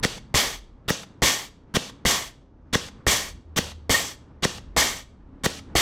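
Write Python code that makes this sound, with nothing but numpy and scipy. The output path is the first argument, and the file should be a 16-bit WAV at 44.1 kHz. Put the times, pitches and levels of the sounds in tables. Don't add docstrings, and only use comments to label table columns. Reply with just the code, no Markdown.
import sys
import numpy as np
from scipy import signal
from scipy.fft import rfft, irfft
from scipy.io import wavfile
from scipy.ndimage import uniform_filter1d

SR = 44100
rng = np.random.default_rng(int(sys.argv[2]) if len(sys.argv) > 2 else 0)


def dump_mix(stems):
    frames = np.atleast_2d(stems).T
    limited = np.clip(frames, -1, 1)
    pcm = np.round(limited * 32767).astype(np.int16)
    wavfile.write(sys.argv[1], SR, pcm)


def field_ratio(decibels):
    return 10 ** (np.asarray(decibels, dtype=float) / 20)


N = 256220
T = np.arange(N) / SR
OFF = -150.0


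def on_log(hz, table):
    f, value = np.transpose(table)
    return np.interp(np.log(np.maximum(hz, 1)), np.log(f), value)


def noise(colour):
    spectrum = rfft(rng.standard_normal(N))
    x = irfft(spectrum * field_ratio(on_log(np.fft.rfftfreq(N, 1 / SR), colour)), N)
    return x / np.std(x)


def band(x, lo_hz, hi_hz):
    return signal.sosfilt(signal.butter(2, [lo_hz, hi_hz], "band", fs=SR, output="sos"), x)


def walk(rate):
    hold = int(SR / rate)
    steps = np.repeat(rng.standard_normal(N // hold + 1), hold)
    return 1.2 * uniform_filter1d(uniform_filter1d(steps, hold), hold)[:N]


def add(out, s, x):
    i = int(s * SR)
    out[i:i + len(x)] += x[:N - i]


def ring(hz, t60, lag_ms=0):
    t = np.maximum(np.arange(SR // 8) / SR - lag_ms / 1000, 0)
    return np.sin(2 * np.pi * hz * t) * 1000 ** (-t / t60)


# time in seconds, level in dB.
DRONE_LEVEL = [(0, -57.5), (2.4, -56), (2.7, -51.5), (3.3, -47), (3.8, -39.5), (4.1, -53.5), (4.3, -51.5),
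               (4.65, -44.5), (5.1, -52.5), (5.35, -51), (5.81, -47)]
# time in seconds, level in dB.
DULL_LEVEL = [(0, -44), (.6, -58), (1.2, -49.5), (1.5, -57.5), (2, -47), (2.5, -60.5), (3, -47.5),
              (3.4, -54.5), (4.2, -52.5), (4.65, -48.5), (5.1, -56.5), (5.81, -45)]
# time in seconds, level in dB.
TONE_LEVEL = [(5.15, -80.5), (5.32, -53), (5.81, -52.5)]
# frequency in Hz, level in dB.
DULL_COLOUR = [(65, -41), (110, -10), (188, -17.5), (271, -17.5), (326, -22.5), (776, -38), (835, -31),
               (1350, -37), (9000, -72), (11700, -112), (19800, -120)]


def rumble():
    drone_db = np.interp(T, *np.transpose(DRONE_LEVEL))
    dull_db = np.interp(T, *np.transpose(DULL_LEVEL))
    tone_db = np.interp(T, *np.transpose(TONE_LEVEL), OFF)

    deep_db = -52.5 + 5.1 * walk(5)
    deep = noise([(10, -19.5), (22, -6), (50, 1.5), (70, -20.5), (150, -77)]) * field_ratio(deep_db)

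    motor_hz = 77 + 1.6 * walk(4)
    motor = np.sin(2 * np.pi * np.cumsum(motor_hz) / SR)
    motor_noise = noise([(50, -30), (66, -3), (90, -3), (115, -25.5), (300, -84)])
    drone = (motor + 0.4 * motor_noise) * field_ratio(drone_db)

    tone = noise([(200, -89.5), (255, -23.5), (270, -1.0), (285, -23.0), (360, -98)]) * field_ratio(tone_db)

    murmur = noise([(100, -24), (200, 3), (450, -4.5), (1200, -17.5), (2500, -38), (6000, -40.5),
                    (16000, -93)]) * field_ratio(-59.5)
    dull = noise(DULL_COLOUR) * field_ratio(dull_db + 1.5 * walk(34))
    return band(deep + drone + tone, 8.6, 600) + dull + murmur


# frequency in Hz, time to fall 60 dB in seconds.
ECHO_T60 = [(100, 0.51), (1000, 0.33), (4000, 0.4), (16000, 0.18)]


def echo(x, wet_db=-16, first_ms=6):
    t = np.arange(SR // 2) / SR
    tail = 0
    for hz in 110 * 2 ** np.arange(8):
        octave = band(rng.standard_normal(len(t)), hz / 1.4, hz * 1.41)
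        tail = tail + octave * 1000 ** (-t / on_log(hz, ECHO_T60))
    tail = tail * np.minimum(t * 1000 / first_ms, 1) ** 2
    return field_ratio(wet_db) * signal.fftconvolve(x, tail / np.sqrt(np.sum(tail ** 2)))[:N]


# frequency in Hz, width in Hz, lift in dB before it wanders.
PASSAGES = [(1120, 230, 3.5), (1833, 84, 5.5), (2187, 280, 3.5), (2610, 250, -5.5), (3080, 240, -1.5),
            (4494, 140, 5), (6050, 1500, 5.5), (7680, 750, 4)]
# centre in Hz, steepness of fall as a factor on the drop in dB,
# share of the treble lift as a factor.
RANGES = [(600, 1.28, 0.55), (3560, 1.384, .2), (8000, 1.41, 1), (14000, 1.4, 0.53)]


def air(colour, drop_db, treble_db, level_db, flutter_db, wander_db=3.5):
    hz = np.fft.rfftfreq(N, 1 / SR)
    plain = noise(colour)
    ridges = 0
    for centre_hz, width_hz, lift_db in PASSAGES:
        ridge = irfft(rfft(plain) / (1 + (2 * (hz - centre_hz) / width_hz) ** 2), N)
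        wander = field_ratio(wander_db * walk(21) * (lift_db > 0))
        ridges = ridges + (field_ratio(lift_db) - 1) * wander * ridge
    coloured = plain + ridges
    spectrum = rfft(coloured) / np.std(coloured)

    out = 0
    for k, (_, steepness, treble_share) in enumerate(RANGES):
        weight = on_log(hz, [(row[0], j == k) for j, row in enumerate(RANGES)])
        range_db = steepness * drop_db + treble_share * treble_db + flutter_db * walk(150)
        out = out + irfft(spectrum * weight, N) * field_ratio(range_db)
    return field_ratio(level_db) * out


# frequency in Hz, time to fall 60 dB in seconds, sign of the first swing,
# level in dB on a slam, lag in ms on a slam, level in dB on a pop, lag in ms on a pop.
BODY = [(50, .03, 1, -9.5, 1.6, -14, 0), (187, .024, -1, 0, .57, -12, 3), (506, .02, 1, -2.6, .16, -2, 0),
        (820, .01, -1, -8.7, .5, -6, 1), (1150, .025, 1, -22, 0, -6, 2), (1950, .02, 1, -16, 0, -8, 2.5)]


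def gun_body(on_pop):
    out = 0
    for hz, t60, sign, slam_db, slam_lag_ms, pop_db, pop_lag_ms in BODY:
        db, lag_ms = (pop_db, pop_lag_ms) if on_pop else (slam_db, slam_lag_ms)
        out = out + sign * field_ratio(db) * ring(hz, t60, lag_ms)
    return out


# start in seconds, pop level in dB, boom level in dB, air level in dB,
# treble lift in dB, end of full flow in ms, hiss cut-off in ms, both after the start.
VENTS = [(0.3416, -15, -20.5, -17, -3, 49, 213), (1.2199, -13, -17.5, -17.5, -2, 57, 233),
         (2.051, -13, -20, -19.5, -1, 63.6, 225), (3.066, -13, -18, -19.5, 0.5, 61.4, 226),
         (3.895, -13, -20, -18.5, 0.5, 38, 223), (4.7644, -13, -19.5, -17.5, -0.5, 43, 232),
         (5.7527, -9.5, -18.5, -18.5, -1, 57, 240)]
# centre in seconds, frequency in Hz, peak level in dB,
# time from the peak down to 1/e in ms.
WHISTLES = [(3.951, 1850, -13.5, 9), (4.824, 1850, -17, 7)]
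# start in seconds, frequency in Hz, level in dB.
KNOCKS = [(.3472, 2050, -11), (1.2243, 1900, -11), (2.056, 2000, -8.5), (3.0683, 1900, -8),
          (3.8985, 2100, -13), (4.7678, 1000, -8), (5.7557, 700, -8)]
# frequency in Hz, time to fall 60 dB in seconds,
# level in dB relative to the release's boom.
CYLINDER = [(61, .13, 1), (116, 0.048, -4)]
# frequency in Hz, level in dB.
VENT_COLOUR = [(35, -40.5), (60, -6.5), (607, -4), (1200, -5.5), (1410, -9), (1860, -3), (2580, -3.5),
               (3270, 0.5), (3940, -5.5), (7570, -8.5), (10000, -13.5), (14600, -15.5), (16000, -31.5)]


def vents():
    empty_ms, empty_db = 335.7, -31.5
    vent_level_db = np.full(N, OFF)
    drop_db, treble_lift_db, buffet, hits = np.zeros((4, N))
    for s, pop_db, boom_db, air_db, treble_db, full_ms, cut_ms in VENTS:
        t = (T - s) * 1000
        shape_db = np.interp(t, [0, 2.5, 12, cut_ms, cut_ms + 40], [-3.5, -9.5, 1.0, 5.5, -4.5], OFF, OFF)
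        vent_level_db = np.maximum(vent_level_db, air_db + shape_db)
        drop_db += np.interp(t, [0, full_ms, empty_ms], [0, -1.5, empty_db], 0, 0)
        treble_lift_db += treble_db * (t >= 0) * (t < empty_ms)
        buffet_db = -2.5 + np.interp(t, [0, 5, 22, 60], [-14.5, -0.5, -8, -30.5], OFF, OFF)
        buffet += field_ratio(boom_db + buffet_db)
        add(hits, s, field_ratio(pop_db) * gun_body(on_pop=True))
        for hz, t60, db in CYLINDER:
            add(hits, s, -field_ratio(boom_db + db) * ring(hz, t60, 3.3))
    for s, hz, db, ms in WHISTLES:
        swell = np.exp(-((T - s) * 1000 / ms) ** 2)
        hits += field_ratio(db) * np.sin(2 * np.pi * hz * T) * swell
    for s, hz, db in KNOCKS:
        add(hits, s, field_ratio(db) * ring(hz, 0.011))
    low = noise([(60, -17.0), (120, 3.0), (250, -7), (500, -6), (1000, -25), (4000, -88)])
    hiss = air(VENT_COLOUR, drop_db, treble_lift_db, vent_level_db, flutter_db=0.9)
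    return hiss + buffet * low + hits


# slam in seconds, lead of the first leak before the slam in ms, air level in dB,
# slam level in dB, crack level in dB.
PULLS = [(0.0513, 22, -21, -10.5, -7), (0.9056, 24.5, -21, -10, -8.5), (1.7689, 27.5, -21, -9, -8.5),
         (2.7548, 25.5, -20.5, -8.5, -6.5), (3.5892, 27, -19.5, -11.5, -7.5),
         (4.4527, 27.7, -20.5, -9.5, -7), (5.4636, 26.5, -20, -10, -6.5)]
# frequency in Hz, level in dB.
FILL_COLOUR = [(59, -32), (100, -1.5), (818, -3.5), (1870, -2.5), (2630, -9.5), (3320, -6), (4020, -6.5),
               (15000, -21), (16000, -27.5)]
# frequency in Hz, level in dB.
THIN_COLOUR = [(59, -51), (100, -12.5), (277, -2), (381, -6), (513, -1.5), (752, -5), (1800, -8.5),
               (2080, -14), (2630, 1.5), (4470, -5.5), (8280, -13), (13200, -22), (16000, -34.5)]


def pulls():
    stroke_ms, crack_lead_ms = 22.3, 2.1
    leak_db, open_db, choke_db = -11, -3, -6
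    thin_db, thin_ms = -35, 130.7
    fill_level_db, thin_level_db = np.full((2, N), OFF)
    fade_db, hits = np.zeros((2, N))
    for s, leak_ms, air_db, slam_db, crack_db in PULLS:
        t = (T - s) * 1000
        bump_ms = min(stroke_ms, leak_ms - 1.5)
        rush_db = np.interp(t, [-leak_ms - 2, -leak_ms, -bump_ms, 2.5 - bump_ms, -9, -crack_lead_ms, 0, 3],
                            [-28, leak_db, leak_db, open_db, 0, 0, choke_db, -16], OFF, OFF)
        fill_level_db = np.maximum(fill_level_db, air_db + rush_db)
        hold_db = np.interp(t, [0, thin_ms, thin_ms + 15], [0, 0, -16], OFF, OFF)
        thin_level_db = np.maximum(thin_level_db, thin_db + hold_db)
        fade_db += np.interp(t, [0, 25, thin_ms + 15], [4, 0, -7], 0, 0)

        add(hits, s, field_ratio(slam_db) * gun_body(on_pop=False))
        crack = ring(1900, 0.006) + 0.5 * ring(5500, 0.004)
        add(hits, s - crack_lead_ms / 1000, field_ratio(crack_db) * crack)
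        add(hits, s - bump_ms / 1000, field_ratio(slam_db - 5) * ring(190, 0.016))
        add(hits, s - leak_ms / 1000, field_ratio(slam_db - 14) * ring(230, 0.014))
        tick = sum(ring(hz * rng.uniform(0.8, 1.2), 0.014, rng.uniform(0, 5)) for hz in (800, 1150, 1950, 3300))
        add(hits, s + (thin_ms - 3) / 1000, field_ratio(thin_db - 3) * tick)
    rush = air(FILL_COLOUR, 0, 0, fill_level_db, flutter_db=2.4)
    inlet = band(rush, 2400, 3900)
    thin_hiss = air(THIN_COLOUR, fade_db, 0, thin_level_db, flutter_db=0.99)
    return rush + inlet + thin_hiss + hits


def scene():
    gun = pulls() + vents()
    mid = gun + echo(gun) + rumble()
    return np.array([mid, mid])


def band_limit(x):
    return signal.sosfilt(signal.butter(12, 16870, fs=SR, output="sos"), x)


# frequency in Hz, gain of the side signal in dB.
SIDE_GAIN = [(60, -37), (700, -36), (1500, -40.5), (8000, -27.5), (10500, -22.5), (11500, -0.5), (16000, 0)]


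def record(dry):
    top_end = signal.ellip(8, 0.2, 70, 16000, fs=SR, output="sos")
    mid = signal.sosfilt(top_end, dry.mean(axis=0))
    size = 2048
    scatter = rng.standard_normal(size) * np.exp(-np.arange(size) / SR / 0.02)
    scattered = signal.fftconvolve(mid, scatter / np.sqrt(np.sum(scatter ** 2)))[:N]
    gain = field_ratio(on_log(np.fft.rfftfreq(N, 1 / SR), SIDE_GAIN))
    side = irfft(rfft(scattered + 0.38 * mid) * gain, N)
    return band_limit(np.array([mid + side, mid - side]))


dry = scene()
out = record(dry)
dump_mix(out)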